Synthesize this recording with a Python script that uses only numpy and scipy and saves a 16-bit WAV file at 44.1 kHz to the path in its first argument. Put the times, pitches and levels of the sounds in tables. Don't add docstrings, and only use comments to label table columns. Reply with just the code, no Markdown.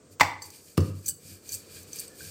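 import sys
import numpy as np
from scipy import signal
from scipy.fft import rfft, irfft, next_fast_len
from scipy.io import wavfile
from scipy.ndimage import map_coordinates

SR = 44100
rng = np.random.default_rng(int(sys.argv[2]) if len(sys.argv) > 2 else 0)


def pcm_store(signal):
    levels = np.round(np.clip(np.atleast_2d(signal), -1, 1) * 32767)
    wavfile.write(sys.argv[1], SR, levels.astype(np.int16).T)


def makeup_ratio(level_db):
    decades = np.asarray(level_db, float) / 20
    return 10 ** decades


N = 101429


def unit(x):
    return x / np.sqrt(np.mean(x ** 2) + 1e-20)


def along(points, hz):
    point_hz, value = np.transpose(points)
    return np.interp(np.log(hz + 1), np.log(point_hz + 1), value)


def wobble(rate_hz):
    knots = rng.standard_normal(int(N * rate_hz / SR) + 4)
    return map_coordinates(knots, [np.arange(N) * rate_hz / SR])


def filtered(x, response):
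    size = next_fast_len(N + SR)
    spectrum = rfft(x, size) * response(np.fft.rfftfreq(size, 1 / SR))
    return irfft(spectrum, size)[..., :N]


def resonant(x, peaks):
    def response(f):
        total = 0
        for k, (hz, width, db) in enumerate(peaks):
            total = total + (-1) ** k * makeup_ratio(db) * 1j * f * width / (hz * hz - f * f + 1j * f * width)
        return total
    return filtered(x, response)


def bursts(rows):
    t = np.arange(N) / SR
    total = np.zeros(N)
    for start, db, t60 in rows:
        total += (t >= start) * makeup_ratio(db - 60 * abs(t - start) / t60) * rng.standard_normal(N)
    return total


def rings(modes):
    t = np.arange(SR) / SR
    return sum(makeup_ratio(db - 60 * t / t60) * np.sin(2 * np.pi * hz * t) for hz, db, t60 in modes)


# middle_s, half_length_s, rub_db, push_db (into the counter),
# weight_db (on the handles)
ROLLING_STROKES = [(0.062, 0.034, -76.5, -61, -76), (0.129, 0.017, -58, -55.5, -69),
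                   (0.461, 0.026, -50, -60, -56.5), (0.555, 0.034, -52, -68.5, -56),
                   (0.676, 0.076, -55.5, -65, -64.5), (0.862, 0.037, -53, -64, -57.5),
                   (0.985, 0.038, -57.5, -76, -64), (1.08, 0.034, -50.5, -50, -59),
                   (1.302, 0.053, -49, -54, -56), (1.532, 0.051, -44.5, -59, -52),
                   (1.678, 0.14, -61, -66, -60), (1.767, 0.047, -48, -57.5, -53.5),
                   (1.887, 0.02, -57, -60.5, -61), (1.991, 0.051, -44, -62, -49.5),
                   (2.088, 0.062, -62.5, -81, -66.5), (2.257, 0.064, -45.5, -53, -52)]


def strokes():
    middle, half_length, *levels_db = np.transpose(ROLLING_STROKES)[:, :, None]
    bell = np.exp(-((np.arange(N) / SR - middle) / half_length) ** 2)
    return [np.sqrt((bell * makeup_ratio(2 * db)).sum(0)) for db in levels_db]


# pitch_hz, level_db (per Hz)
FLOUR_COLOUR = [(1650, -65.5), (2800, -43), (4210, -13), (4630, 5.5), (5640, 2.5), (8730, 8), (9820, 0),
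                (15100, 2), (16000, -34)]
# pitch_hz, width_hz, level_db
PIN_BODY = [(1657, 170, -7.5), (2396, 115, 1.5), (3030, 870, -8), (4560, 400, 0.5)]


def rolling():
    def grit():
        return rng.standard_normal(N) * makeup_ratio(1.0 * wobble(470))

    rub, _, weight = strokes()
    hiss = unit(filtered(grit(), lambda hz: makeup_ratio(along(FLOUR_COLOUR, hz))))
    uneven_grit = grit() * makeup_ratio(1.7 * wobble(60))
    return rub * hiss + weight * unit(resonant(uneven_grit, PIN_BODY))


# start_s, level_db, t60_s
DOUGH_FLAPS = [
    (.1983, -21.5, 0.12),
    (.207, -17, 0.03),
    (.2112, -7.5, .012),
    (.2155, -14.5, 0.022),
    (.231, -24, 0.03),
]
# pitch_hz, width_hz, level_db
DOUGH_BODY = [(277, 200, -13), (610, 260, -10.5), (803, 99, 2.5), (987, 280, 2), (1560, 210, -13.5),
              (1967, 170, 6), (2140, 920, 0), (2820, 73, -16.5), (4780, 2900, -11), (8430, 1500, -15.5),
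              (13520, 5300, -32.5)]
# start_s, pitch_hz, level_db, t60_s, rise_ms
AIR_POCKETS = [(.1983, 1260, -20.5, 0.012, 0.22), (.2093, 1126, -4.5, 0.015, 0.43),
               (0.2096, 2160, 0, 0.0057, 0.095), (.2105, 277, -21.5, 0.053, 3),
               (.2112, 4780, -13.5, 0.0072, 0.033), (.2112, 950, -8.5, 0.014, 0.076),
               (.2128, 842, -8, 0.037, .6), (0.2148, 2013, -5.5, 0.02, 0.43),
               (.2305, 846, -11.5, 0.019, .8), (.2345, 2155, -22, 0.035, 0.62),
               (.2425, 830, -28.5, .04, 1.5)]


def slap():
    start, hz, db, t60, rise_ms = np.transpose(AIR_POCKETS)[:, :, None]
    t = np.clip(np.arange(N) / SR - start, 0, None)
    rise = 1 - np.exp(-t * 1e3 / rise_ms)
    pockets = makeup_ratio(db - 60 * t / t60) * rise * np.sin(2 * np.pi * hz * t)
    return makeup_ratio(8.5) * resonant(bursts(DOUGH_FLAPS), DOUGH_BODY) - pockets.sum(0)


# start_s, level_db, t60_s
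PIN_KNOCKS = [
    (.772, -32.5, 0.0237),
    (.7765, -18.5, 0.031),
]
# pitch_hz, width_hz, level_db
WOOD_BODY = [(676, 450, -8.5), (1140, 164, 5), (2200, 376, -9.5), (2920, 670, -10), (4700, 860, -6.5),
             (8500, 9700, -18)]


def pin_landing():
    return makeup_ratio(9.0) * resonant(bursts(PIN_KNOCKS), WOOD_BODY)


# start_s, level_db, softness_ms, deep_share_db (into the lowest pair)
COUNTER_BLOWS = [(0.214, -33, 0.9, -3), (0.233, -28, 5.7, 11), (0.771, -67, 0.27, -21),
                 (.779, -17, 0.44, -11.5), (0.79, -21.5, 2.1, -3), (0.799, -25.5, 1.04, 3),
                 (1.076, -48, 4.7, 6), (1.24, -51, 4, 11), (1.315, -49, 3.45, 9), (1.541, -49.5, 3.7, 7.5),
                 (1.743, -47, 3.9, 8.5), (1.799, -48.5, 4.1, 9.5), (2.21, -45.5, 4, 10),
                 (2.255, -45, 3.7, 10)]
# pitch_hz, level_db, t60_s
COUNTER_MODES = [(136.7, -19, .2), (154.1, -11.5, 0.38), (160, -8, 0.077), (190.5, -4.5, 0.08),
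                 (219, -5.5, 0.065), (270, -10, 0.071), (288.4, -7, 0.12), (316, -9, 0.1),
                 (347, -12, 0.041), (384, -16, .08), (409.6, -13.5, 0.17), (480, -13.5, 0.06),
                 (510, -12.5, 0.17), (563, -21, .12)]


def counter():
    slab_hz = 84.2
    time = np.arange(N) / SR
    upper = rings(COUNTER_MODES)
    pair = rings([(92, -7.5, 0.49), (98, -4.5, 0.49)])

    def slab(hz):
        s = 1j * hz / slab_hz
        return (s ** 2 / (s ** 2 + 0.9 * s + 1)) ** 2

    start, db, soft_ms, deep_db = np.transpose(COUNTER_BLOWS)[:, :, None]
    blows = makeup_ratio(db) * np.exp(-((time - start) * 1e3 / soft_ms) ** 2) / (soft_ms * 78)
    deep_blows = (makeup_ratio(deep_db) * blows).sum(0)
    soft_noise = filtered(rng.standard_normal(N), lambda hz: 1 / (1 + (hz / 400) ** 2))
    damped_modes = (upper + makeup_ratio(-2.5) * pair) * makeup_ratio(-60 * time[:SR] / 0.5)
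    hum = unit(signal.fftconvolve(soft_noise, damped_modes)[:N])
    low = signal.fftconvolve(blows.sum(0), upper)[:N]
    deep = signal.fftconvolve(deep_blows, pair)[:N] + strokes()[1] * hum
    return filtered(low, slab), filtered(deep, slab)


# start_s, level_db, t60_s
SHUDDER_BURSTS = [
    (.7795, -6, 0.062),
    (.785, -15.5, 0.4),
]
# pitch_hz, width_hz, level_db
SHUDDER_BODY = [(140, 40, -3), (185, 48, -0.5), (314, 104, 1.5), (486, 135, -4.5)]


def counter_shudder():
    low_rumble = resonant(bursts(SHUDDER_BURSTS), SHUDDER_BODY)
    return makeup_ratio(5.5) * resonant(low_rumble, [(296, 900, 0)])


# start_s, level_db, favoured_hz, brightness_db (per octave), ring_length (factor)
BANGLE_CONTACTS = [(.4203, -29.5, 4590, -6, .9), (0.4227, -29, 7620, -2.5, 0.806),
                   (0.43, -36, 6130, 1.5, 0.96), (.455, -37.5, 4590, 3, 0.88), (0.503, -32, 4780, -1, .6),
                   (.805, -27.5, 4590, -6.5, 0.6), (1.0597, -26.5, 6130, -2.5, 1),
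                   (1.0625, -26, 6890, 7.5, .8), (1.067, -30.5, 4590, 0.5, 0.67),
                   (1.0715, -26.5, 4590, 4, .8), (1.0775, -32, 11530, 9, 0.92),
                   (1.0817, -15.5, 15400, 6.5, 0.52), (1.0814, -17, 8290, 3, 0.9),
                   (1.0845, -19.5, 8290, 2.5, .7), (1.0878, -20.5, 7920, 7.5, 0.62),
                   (1.0925, -21, 7920, 5.5, .6), (1.0955, -22.5, 7920, 5, 1.2),
                   (1.1055, -26.5, 8290, 2, .8), (1.109, -31.5, 8290, 1.5, 0.74),
                   (1.491, -24.5, 6130, -1, 0.63), (1.4955, -36.5, 11530, 3.5, 0.38),
                   (1.5148, -35.5, 6130, 0.5, 1.2), (1.5207, -22.5, 6890, 3.5, 0.71),
                   (1.528, -24, 4590, 2.5, 0.78), (1.5335, -23.5, 4780, 7, 0.65),
                   (1.541, -23, 5400, 6, 0.95), (1.5476, -23, 8290, -1, 0.62),
                   (1.5545, -30.5, 11530, 0, .7), (1.83, -39, 6130, 5.5, 0.65),
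                   (1.931, -25, 6130, -6.5, 0.91), (1.959, -34.5, 4780, 11, .8),
                   (1.976, -56, 6130, -5, 0.68), (1.9868, -24.5, 6130, -6.5, 0.83),
                   (1.9961, -21, 8290, 2.5, 0.49), (2.0005, -27.5, 9200, 10, 0.69),
                   (2.0791, -35.5, 8290, -2, 0.78)]
# pitch_hz, level_db, t60_s
BANGLE_MODES = [(4590, -4, 0.11), (4780, -5, 0.043), (5400, -1, 0.018), (6130, 2, 0.044),
                (6890, -1.5, 0.049), (7620, -6.5, 0.097), (7920, 5.5, 0.017), (8290, -0.5, 0.049),
                (9200, -7.5, 0.069), (10740, -6, 0.039), (11530, -5, 0.047), (12340, -8.5, 0.032),
                (14450, -14, 0.041), (15400, -15.5, .03)]


def bangles():
    favour_db, favour_octaves, spread_db = 9, 0.04, -4
    detune, chatter_depth, chatter_hz, free_s = 0.006, 0.7, 280, 0.0026
    tick_db, tick_s, clink_db, floor_hz = -3, 0.045, -13.5, 3850
    out, t = np.zeros(N + SR), np.arange(SR // 4) / SR
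    hz, mode_db, t60 = np.transpose(BANGLE_MODES)[:, :, None]
    for start, db, favoured_hz, bright_db, length in BANGLE_CONTACTS:
        luck = rng.standard_normal((2, len(hz), 1))
        octaves_off = np.log2(hz / favoured_hz)
        gain_db = mode_db + favour_db * np.exp(-(octaves_off / favour_octaves) ** 2)
        gain_db = gain_db + bright_db * np.log2(hz / 6000) + spread_db * np.tanh(luck[0])
        knots = rng.standard_normal((len(hz), chatter_hz // 4 + 2))
        jitter = np.array([np.interp(t * chatter_hz, np.arange(len(k)), k) for k in knots])
        chatter = 1 + chatter_depth * (1 - np.exp(-t / free_s)) * jitter
        ring_hz = hz * (1 + detune * luck[1] * (hz / 7000) ** 2)
        ring = makeup_ratio(gain_db - 60 * t / (t60 * length)) * chatter * np.sin(2 * np.pi * ring_hz * t)
        sharp_noise = np.diff(rng.standard_normal(len(t) + 2), 2) / 2
        tick = makeup_ratio(tick_db + bright_db - 60 * t / tick_s) * sharp_noise
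        clink = (ring.sum(0) + tick) * (1 - np.exp(-t / 0.0001))
        out[round(start * SR):][:len(t)] += makeup_ratio(db + clink_db) * clink
    return filtered(out[:N], lambda f: 1 / (1 + floor_hz / (1j * f + 1)) ** 2)


# start_s, pitch_hz, level_db, rise_s, t60_s
HANDLE_CREAKS = [
    (1.082, 1582, -39.5, 0.012, 0.078),
    (1.085, 2930, -44.5, 0.0067, 0.13),
    (1.765, 1600, -42.5, 0.005, 0.05),
    (2.095, 1746, -55.5, 0.0098, 0.37),
    (2.206, 1580, -40, 0.0014, 0.034),
    (2.215, 1604, -51, 0.005, 0.38),
]


def creaks():
    t = np.arange(N) / SR
    total = np.zeros(N)
    for start, hz, db, rise_s, t60 in HANDLE_CREAKS:
        level = makeup_ratio(db - 60 * abs(t - start) / t60 + 3.8 * wobble(90))
        rise = 1 - np.exp(-np.clip(t - start, 0, None) / rise_s)
        phase = 2 * np.pi * np.cumsum(hz + 45 * wobble(130)) / SR
        total += level * rise * np.sin(phase)
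    return total


# pitch_hz, t60_s
ROOM_DECAY = [(100, 0.55), (800, 0.48), (2200, 0.44), (5000, 0.38), (12000, 0.31)]


def kitchen(x):
    hz, t, noise = signal.stft(rng.standard_normal(SR), SR, nperseg=256)
    decay = makeup_ratio(-60 * t / along(ROOM_DECAY, hz)[:, None])
    tail = signal.istft(noise * decay, SR, nperseg=256)[1]
    late = np.pad(x, (200, 0))
    return signal.fftconvolve(late, tail / np.linalg.norm(tail))[:N]


# pitch_hz, level_db (per Hz)
AIR_COLOUR = [(30, -6.5), (480, 1.5), (850, -17), (1290, -13), (1700, -18.5), (3800, -24), (8600, -13.5),
              (9500, -37.5)]
# time_s, level_db
AIR_SWELL = [(0, -2), (0.699, -5.5), (1.22, -4.5), (1.499, -1), (2.001, 2), (2.3, 2)]


def hush():
    swell_db = np.interp(np.arange(N) / SR, *np.transpose(AIR_SWELL))
    air = unit(filtered(rng.standard_normal(N), lambda hz: makeup_ratio(along(AIR_COLOUR, hz))))
    return makeup_ratio(-55 + swell_db) * air


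def scene():
    dough, wood = slap(), pin_landing()
    low, deep = counter()
    metal = bangles() + creaks()
    wet = makeup_ratio(-9.5) * kitchen(dough) + makeup_ratio(-7) * kitchen(wood)
    wet = wet + makeup_ratio(-7.5) * kitchen(low) + makeup_ratio(-15) * kitchen(metal)
    return (rolling() + dough + wood + low + deep + counter_shudder() + metal + wet + hush())[None]


def top_cut(x):
    return signal.sosfilt(signal.butter(12, 16980, fs=SR, output="sos"), x)


def record(dry):
    def bass_cut(hz):
        s = 1j * hz / 60
        return s ** 2 / (s ** 2 + 1.2 * s + 1)

    x = filtered(dry, bass_cut)
    x = x / (1 + abs(x / 1.1) ** 6) ** (1 / 6)
    mix = filtered(x, lambda hz: np.where(hz < 15900, 1, makeup_ratio(-37.5)))
    return top_cut(mix)


dry = scene()
out = record(dry)
pcm_store(out)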